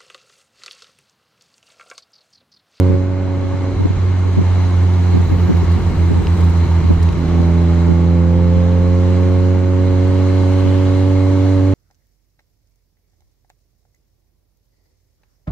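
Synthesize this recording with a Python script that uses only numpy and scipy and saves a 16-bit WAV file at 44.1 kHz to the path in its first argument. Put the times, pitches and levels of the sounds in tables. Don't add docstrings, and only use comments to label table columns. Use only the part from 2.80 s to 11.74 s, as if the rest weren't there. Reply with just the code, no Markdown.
import sys
import numpy as np
from scipy import signal
from scipy.fft import rfft, irfft, next_fast_len
from scipy.io import wavfile
from scipy.ndimage import uniform_filter1d, map_coordinates

SR = 44100
rng = np.random.default_rng(int(sys.argv[2]) if len(sys.argv) > 2 else 0)


def store_wav(level_fs):
    pcm = np.round(np.clip(np.atleast_2d(level_fs), -1, 1) * 32767)
    wavfile.write(sys.argv[1], SR, pcm.T.astype(np.int16))


def voltage_ratio(decibels):
    exponent = np.asarray(decibels, float) / 20
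    return 10 ** exponent


N = 394254
STEP = 32


def unit(x):
    return x / np.sqrt(np.mean(x ** 2) + 1e-20)


def along(points, hz, axis=1):
    columns = np.transpose(points)
    return np.interp(np.log(hz + 1), np.log(columns[0] + 1), columns[axis])


def curves(rows):
    s, *columns = np.transpose(rows)
    return [np.interp(np.arange(N) / SR, s, column) for column in columns]


def fine(x):
    return np.interp(np.arange(N) / STEP, np.arange(len(x)), x)


def wobble(rate):
    knots = rng.standard_normal(int(N * rate / SR) + 4)
    return fine(map_coordinates(knots, [np.arange(0, N + STEP, STEP) * rate / SR]))


def filtered(x, response):
    m = next_fast_len(N + 8192)
    return irfft(rfft(x, m) * response(np.fft.rfftfreq(m, 1 / SR)), m)[..., :N]


def engine():
    # start_s, firing_hz
    firing = [(0.1, 92.05), (0.3, 92.75), (0.85, 93.1), (1.35, 91.55), (2.33, 88.9), (2.78, 85.8),
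              (3.66, 85.6), (3.95, 84.05), (4.12, 84.15), (4.6, 85.3), (4.9, 84.75), (5.35, 85.9),
              (5.6, 86.9), (6.2, 89.8), (6.5, 91.05), (7.1, 92.4), (7.9, 93.45), (8.83, 94.9)]
    # start_s, opening_0_to_1
    throttle = [(0, 0.79), (.92, 0.77), (.97, 0), (4.36, 0.03), (4.46, 1), (8.94, 0.99)]
    # start_s, strength_db
    effort = [(0, 3), (.12, 1.2), (.2, -3), (.3, -6), (.7, -7.5), (.92, -6), (1, -4), (1.8, -1.5),
              (2.1, -0.5), (4.36, 0.5), (4.46, -0.3), (4.56, 0.3), (6.7, 0.4), (6.85, -1.3), (7, -0.03),
              (8.94, 0.5)]
    hz, load, effort_db = *curves(firing), *curves(throttle), *curves(effort)
    lost = stumble()
    unsteady_hz = hz * (1 + 0.003 * wobble(18) + 0.0492 * lost * wobble(30))
    turn = 2 * np.pi * np.cumsum(unsteady_hz) / SR
    drone = firing_orders(turn, hz[::STEP], load[::STEP], effort_db[::STEP], lost)
    drone += voltage_ratio(-37.5 + 0.95 * effort_db) * uneven_cylinders(turn, load)
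    return drone + cough(lost), turn


def stumble():
    # start_s, length_s, drop_db
    misfires = [(0.904, 0.014, -4.0), (0.932, 0.04, -9.0), (1.058, 0.022, -5.0), (1.165, 0.026, -7.0),
                (2.363, 0.012, -3.0), (2.458, 0.054, -8.0), (2.568, 0.036, -5.0), (2.674, 0.066, -10.0),
                (2.83, 0.042, -6.0), (2.969, 0.084, -9.0), (3.093, 0.082, -12.0), (3.293, 0.04, -6.0),
                (3.406, 0.072, -11.0), (3.548, 0.038, -7.0), (3.716, 0.018, -5.0), (3.767, 0.01, -3.0),
                (3.847, 0.04, -8.0), (4.003, 0.04, -8.0), (4.169, 0.032, -9.0), (4.298, 0.085, -9.0),
                (4.383, 0.1, -6.0), (4.483, 0.05, -3.0)]
    lost = np.zeros(N)
    for s, length, db in misfires:
        lost[round(s * SR):round((s + length) * SR)] = 1 - voltage_ratio(db)
    return uniform_filter1d(lost, size=640)


def order_levels(hz, load, effort_db):
    revs_hz = (85.1, 85.9, 87.5, 91.5, 95)
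    loaded = [(-13, -13, -12.8, -13, -13.5), (-18, -17, -18, -24, -33), (-27.5, -26.5, -28.5, -24.5, -18),
              (-27, -26.5, -26.5, -26, -29.5), (-35.5, -36, -32, -32, -32.5),
              (-41, -31.5, -27.5, -29.5, -29)]
    coasting = (1.55, -6, -8, -8, -12, -17.5)
    follows = (0.85, 0.98, 1, 1.18, 1.8, 0.75)
    upper = (7, 7.5, 9, 10, 12, 13, 16)
    # pitch_hz, width_hz, level_db
    pipe = [(590, 26, -37), (680, 50, -43), (770, 40, -46), (855, 50, -42.5), (1125, 50, -50),
            (1480, 40, -52)]
    closed = np.clip(1 - load / .75, 0, 1)
    levels = []
    for k, (at_revs, coast_db, follow) in enumerate(zip(loaded, coasting, follows), 1):
        levels.append((k, np.interp(hz, revs_hz, at_revs) + coast_db * closed + follow * effort_db))
    for k in upper:
        peaks_db = [db - 10 * np.log10(1 + (2 * (k * hz - c) / w) ** 2) for c, w, db in pipe]
        levels.append((k, np.max(peaks_db, axis=0) - 6 * (k % 1) - 14 * (1 - load)))
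    return levels


def firing_orders(turn, hz, load, effort_db, lost):
    # pitch_hz, level_db, lead_rad
    cabin_left = [(90, -1.6, 0), (165, -4, -.1), (178, -7, -.7), (190, -14, -2), (255, -6, .4),
                  (280, -4.5, .7), (345, -6, 0), (375, -9, -.2), (460, -8, .5), (520, -2, 0),
                  (565, -4, -.1), (690, 0, -.2), (850, 2, -.4), (1100, 1, -1.2)]
    out = np.zeros((2, N))
    for k, db in order_levels(hz, load, effort_db):
        flutter_db = (0.3 + .3 * np.sqrt(k - 1)) * (2.1 - 1.7 * load) * wobble(22)[::STEP]
        shift = 0.5 * (1 - k) + (k == 2) * np.pi * (.66 - 1.14 * load)
        left = voltage_ratio(along(cabin_left, k * hz)) * np.exp(1j * along(cabin_left, k * hz, axis=2))
        notch_db = -9 * load / (1 + (2 * (k * hz - 353) / 8) ** 2)
        size = voltage_ratio(db + flutter_db + notch_db) * np.exp(1j * shift)
        size = size * np.sqrt(8) / np.abs(1 + left)
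        ports = np.array([fine(size * left), fine(size)])
        out += np.real(ports * np.exp(1j * k * turn)) * (1 - lost / k)
    return out


def uneven_cylinders(turn, load):
    # order, level_db, change_under_load_db
    halves = [(.5, 1, -2), (1.5, -1, -3.5), (2.5, -5, 3), (3.5, -7, 5), (4.5, -7.5, 2.5), (5.5, -14.5, 7.5)]
    growl = np.zeros(N)
    for k, db, load_db in halves:
        growl += voltage_ratio(db + load_db * load + 2.8 * wobble(7)) * np.cos(k * turn)
    return growl


def cough(lost):
    # pitch_hz, level_db
    spectrum = [(20, -37.5), (55, 15.5), (72, -5.5), (100, -19), (130, 5), (260, -8), (400, -9.5),
                (700, -37), (1200, -120)]
    noise = filtered(rng.standard_normal(N), lambda f: voltage_ratio(along(spectrum, f)))
    return voltage_ratio(-16.5) * lost * unit(noise)


def crosswind():
    peak_s, half_s = 3.46, 2
    return np.exp(-((np.arange(N) / SR - peak_s) / half_s) ** 2)


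def gusts():
    # centre_s, length_s, level_db
    puffs = [(0.106, 0.023, -11.5), (0.143, 0.054, -12), (0.647, 0.052, -19), (0.739, 0.016, -11.5),
             (1.009, 0.047, -13), (1.057, 0.03, -6), (1.105, 0.023, -13), (1.148, 0.0079, -13),
             (1.46, 0.023, -20), (1.588, 0.042, -8), (1.616, 0.015, -7.5), (2.523, 0.08, -16.5),
             (2.295, 0.022, -17), (2.357, 0.069, -12.5), (2.402, 0.018, -11), (2.648, 0.029, -20),
             (2.709, 0.053, -6.5), (2.747, 0.022, -11), (2.834, 0.032, -18), (3.315, 0.05, -8),
             (3.364, 0.064, -12.5), (3.417, 0.027, -12), (4.046, 0.029, -15.5), (4.112, 0.04, -9.5),
             (4.211, 0.017, -19), (4.597, 0.06, -16.5), (4.64, 0.015, -18), (5.105, 0.082, -11.5),
             (5.775, 0.023, -14), (7.87, 0.071, -19)]
    # pitch_hz, level_db
    spectrum = [(20, -41.5), (50, -20), (100, -1.5), (220, -2.5), (350, -8.5), (550, -19.5), (1000, -35),
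                (1600, -64.5), (3000, -120)]
    t = np.arange(N) / SR
    size = voltage_ratio(-38.5 + 6 * crosswind() + 2.9 * wobble(45))
    for s, length, db in puffs:
        near = slice(max(round((s - .1) * SR), 0), round((s + .1) * SR))
        size[near] += voltage_ratio(db - 3.0) * np.exp(-((t[near] - s) / (0.36 * length)) ** 2)

    def buffeting():
        lumpy = voltage_ratio(2.7 * wobble(90)) * rng.standard_normal(N)
        return unit(filtered(lumpy, lambda f: voltage_ratio(along(spectrum, f))))

    across, common = buffeting(), buffeting()
    return size * np.array([.92 * across + .24 * common, -across + .24 * common])


def harness():
    # start_s, peak_db
    ticks = [(1.39, -53), (1.5239, -53), (2.134, -50), (2.37, -51.5), (2.7684, -44), (2.84, -49),
             (2.917, -45.5), (3.4194, -50.5), (3.57, -45), (3.586, -49.5), (3.607, -44), (3.639, -46),
             (3.694, -47), (3.769, -46.5), (3.947, -53.5), (4.134, -52.5), (4.226, -40.5), (4.322, -48.5),
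             (4.479, -55), (4.61, -52)]
    # start_s, peak_db, pitch_hz
    clinks = [
        (3.47, -19.5, 2800),
        (4.2893, -24.5, 2600),
        (4.33, -24, 1490),
    ]
    out, t = np.zeros((2, N + SR)), np.arange(SR // 25) / SR
    burst = np.clip(t / .0012, 0, 1) * np.exp(-(t / 0.012) ** 2)
    for s, db in ticks:
        out[:, round(s * SR):][:, :len(t)] += voltage_ratio(db - 1.0) * burst * rng.standard_normal((2, len(t)))
    bright = [(1500, -50), (2500, -4.5), (4000, 12), (9000, 3.5), (15500, -6)]  # Hz, dB
    out = filtered(out[:, :N], lambda f: voltage_ratio(along(bright, f)))
    for s, db, hz in clinks:
        ring = np.zeros(len(t))
        for ratio, level in [(1, 1), (1.5, .3), (1.77, .5), (.5, .5)]:
            ring += level * np.sin(2 * np.pi * ratio * hz * t)
        decay = voltage_ratio(db + 7 - 60 * t / 0.005)
        out[:, round(s * SR):][:, :len(t)] += decay * np.clip(t / 0.0008, 0, 1) * ring
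    return out


def whistles():
    # centre_s, half_length_s, pitch_hz, width_hz, level_db
    edges = [
        (3.45, .4, 8100, 450, -60),
        (7.9, .25, 2900, 500, -45),
        (7.9, 1.1, 2150, 90, -48),
        (1.7, .9, 6500, 200, -61),
        (4.55, .2, 700, 500, -39),
        (2.6, .28, 14500, 1300, -62),
        (.06, .1, 13000, 3000, -70),
    ]
    t, out = np.arange(N) / SR, np.zeros((2, N))
    for s, half, hz, width, db in edges:
        noise = rng.standard_normal((3, N))
        band = filtered(noise[:2] + noise[2], lambda f: np.exp(-((f - hz) / width) ** 2))
        out += voltage_ratio(db) * np.exp(-((t - s) / half) ** 2) * unit(band)
    return out


def rush(spectrum, patchy_db):
    # pitch_hz, width_hz, lift_db
    housing = [(933, 98, 3.5), (1093, 33, 5), (2139, 110, 6), (4034, 49, 7), (5880, 480, 4.5),
               (6560, 220, 9), (7720, 360, 3.5)]
    # pitch_hz, likeness_0_to_1, left_lead_rad, left_over_right_db
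    alike = [(25, 0.8, 1, -2), (60, 0.4, -0.5, -1), (129, 0.1, 0, 1.5), (298, 0.6, 0, -2),
             (790, 0.8, 0.25, -0.5), (1400, 0.7, 0.3, 1.5), (2700, 0.6, 0.6, 1), (4120, 0.4, 1.42, 0.3),
             (5600, 0.09, 2.5, 0), (7000, 0.12, 3, -0.5), (11500, 0, 7.5, 1), (14000, .5, 6.5, -1.5)]
    z = signal.stft(rng.standard_normal((2, N)), nperseg=512)[2]
    field = uniform_filter1d(rng.standard_normal(z.shape[1:]), size=6, axis=0)
    field = uniform_filter1d(field, size=12, axis=1)
    pair = signal.istft(z * voltage_ratio(patchy_db * unit(field)), nperseg=512)[1][:, :N]

    def mid_side(hz):
        turn = np.arccos(np.clip(along(alike, hz), -1, 1)) / 2
        lift_db = sum(db / (1 + (2 * (hz - c) / w) ** 2) for c, w, db in housing)
        return voltage_ratio(along(spectrum, hz) + lift_db) * np.array([np.cos(turn), np.sin(turn)])

    def apart(hz):
        left = voltage_ratio(along(alike, hz, axis=3) / 2) * np.exp(.5j * along(alike, hz, axis=2))
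        return np.array([left, 1 / left])

    mid, side = filtered(pair, mid_side)
    return unit(filtered(np.array([mid + side, mid - side]), apart))


def cabin(turn):
    # start_s, level_db
    wind = [(0, -68.5), (.05, -65), (.3, -74), (.8, -66.5), (1.3, -65), (1.8, -60.5), (2.7, -60.5),
            (3.3, -60.5), (3.6, -59.5), (3.9, -61.5), (5.1, -62.5), (5.4, -68), (6.3, -62), (6.65, -61.5),
            (6.9, -66), (7.2, -61.5), (7.75, -57), (8.94, -60.5)]
    # level_db, db_per_airflow_db, crosswind_db
    layers = [
        (-36.5, -0.2, 4),
        (-29.5, 0.08, 2.1),
        (-34.5, 0.28, 1.14),
        (-44, .5, 0.5),
        (-62.5, 0.85, 0.5),
        (-79.5, 1.4, 13),
    ]
    # pitch_hz, level_db
    shake = [(10, -6), (25, -2.5), (55, -2.5), (70, -5.5), (100, -78.5), (200, -120)]
    boom = [(50, -43), (70, 0.5), (130, 1), (250, -2), (420, -6.5), (600, -16), (800, -51), (1500, -120)]
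    road = [(320, -26), (550, -5.5), (678, -4.5), (916, -4), (994, -6.5), (1120, -5.5), (1370, -9),
            (2200, -14), (2370, -15), (3300, -29.5), (4290, -44), (7260, -120)]
    air = [(1650, -36.5), (2800, 1), (3640, -1.5), (4020, 1.5), (5130, -7), (6610, -11), (7160, -10.5),
           (7760, -11.5), (8600, -30), (11200, -48.5), (18900, -120)]
    fizz = [(6000, -50.5), (8200, 0), (9600, 1), (10500, -3), (12000, -6.5), (13500, -14.5), (16000, -39)]
    top_fizz = [(9000, -50), (12000, -12), (13500, -5), (14700, 0), (15700, -1), (17000, -60)]
    flow_db = curves(wind)[0] + 62
    side = crosswind()
    levels = [db + grows * flow_db + side_db * side for db, grows, side_db in layers]
    shake_db, boom_db, road_db, air_db, fizz_db, top_db = levels
    swell = .35 * wobble(6)
    out = voltage_ratio(shake_db) * rush(shake, patchy_db=0.0)
    out += voltage_ratio(boom_db + 1.1 * wobble(17)) * rush(boom, patchy_db=1.4)
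    out += voltage_ratio(road_db + swell) * (1 + 0.05 * np.cos(turn)) * rush(road, patchy_db=0.55)
    out += voltage_ratio(air_db + swell) * rush(air, patchy_db=1.05)
    hiss = voltage_ratio(fizz_db) * rush(fizz, patchy_db=.8) + voltage_ratio(top_db) * rush(top_fizz, patchy_db=.8)
    return out + voltage_ratio(.9 * wobble(60)) * hiss


def scene():
    drone, turn = engine()
    return drone + gusts() + harness() + whistles() + cabin(turn)


def roll_off(x):
    return signal.sosfilt(signal.butter(12, 15780, fs=SR, output="sos"), x)


def record(dry):
    faded = dry * np.clip(np.arange(N, 0, -1) / 130, 0, 1)
    mix = faded / (1 + np.abs(faded / 0.8) ** 12) ** (1 / 12)
    return roll_off(mix)


dry = scene()
out = record(dry)
store_wav(out)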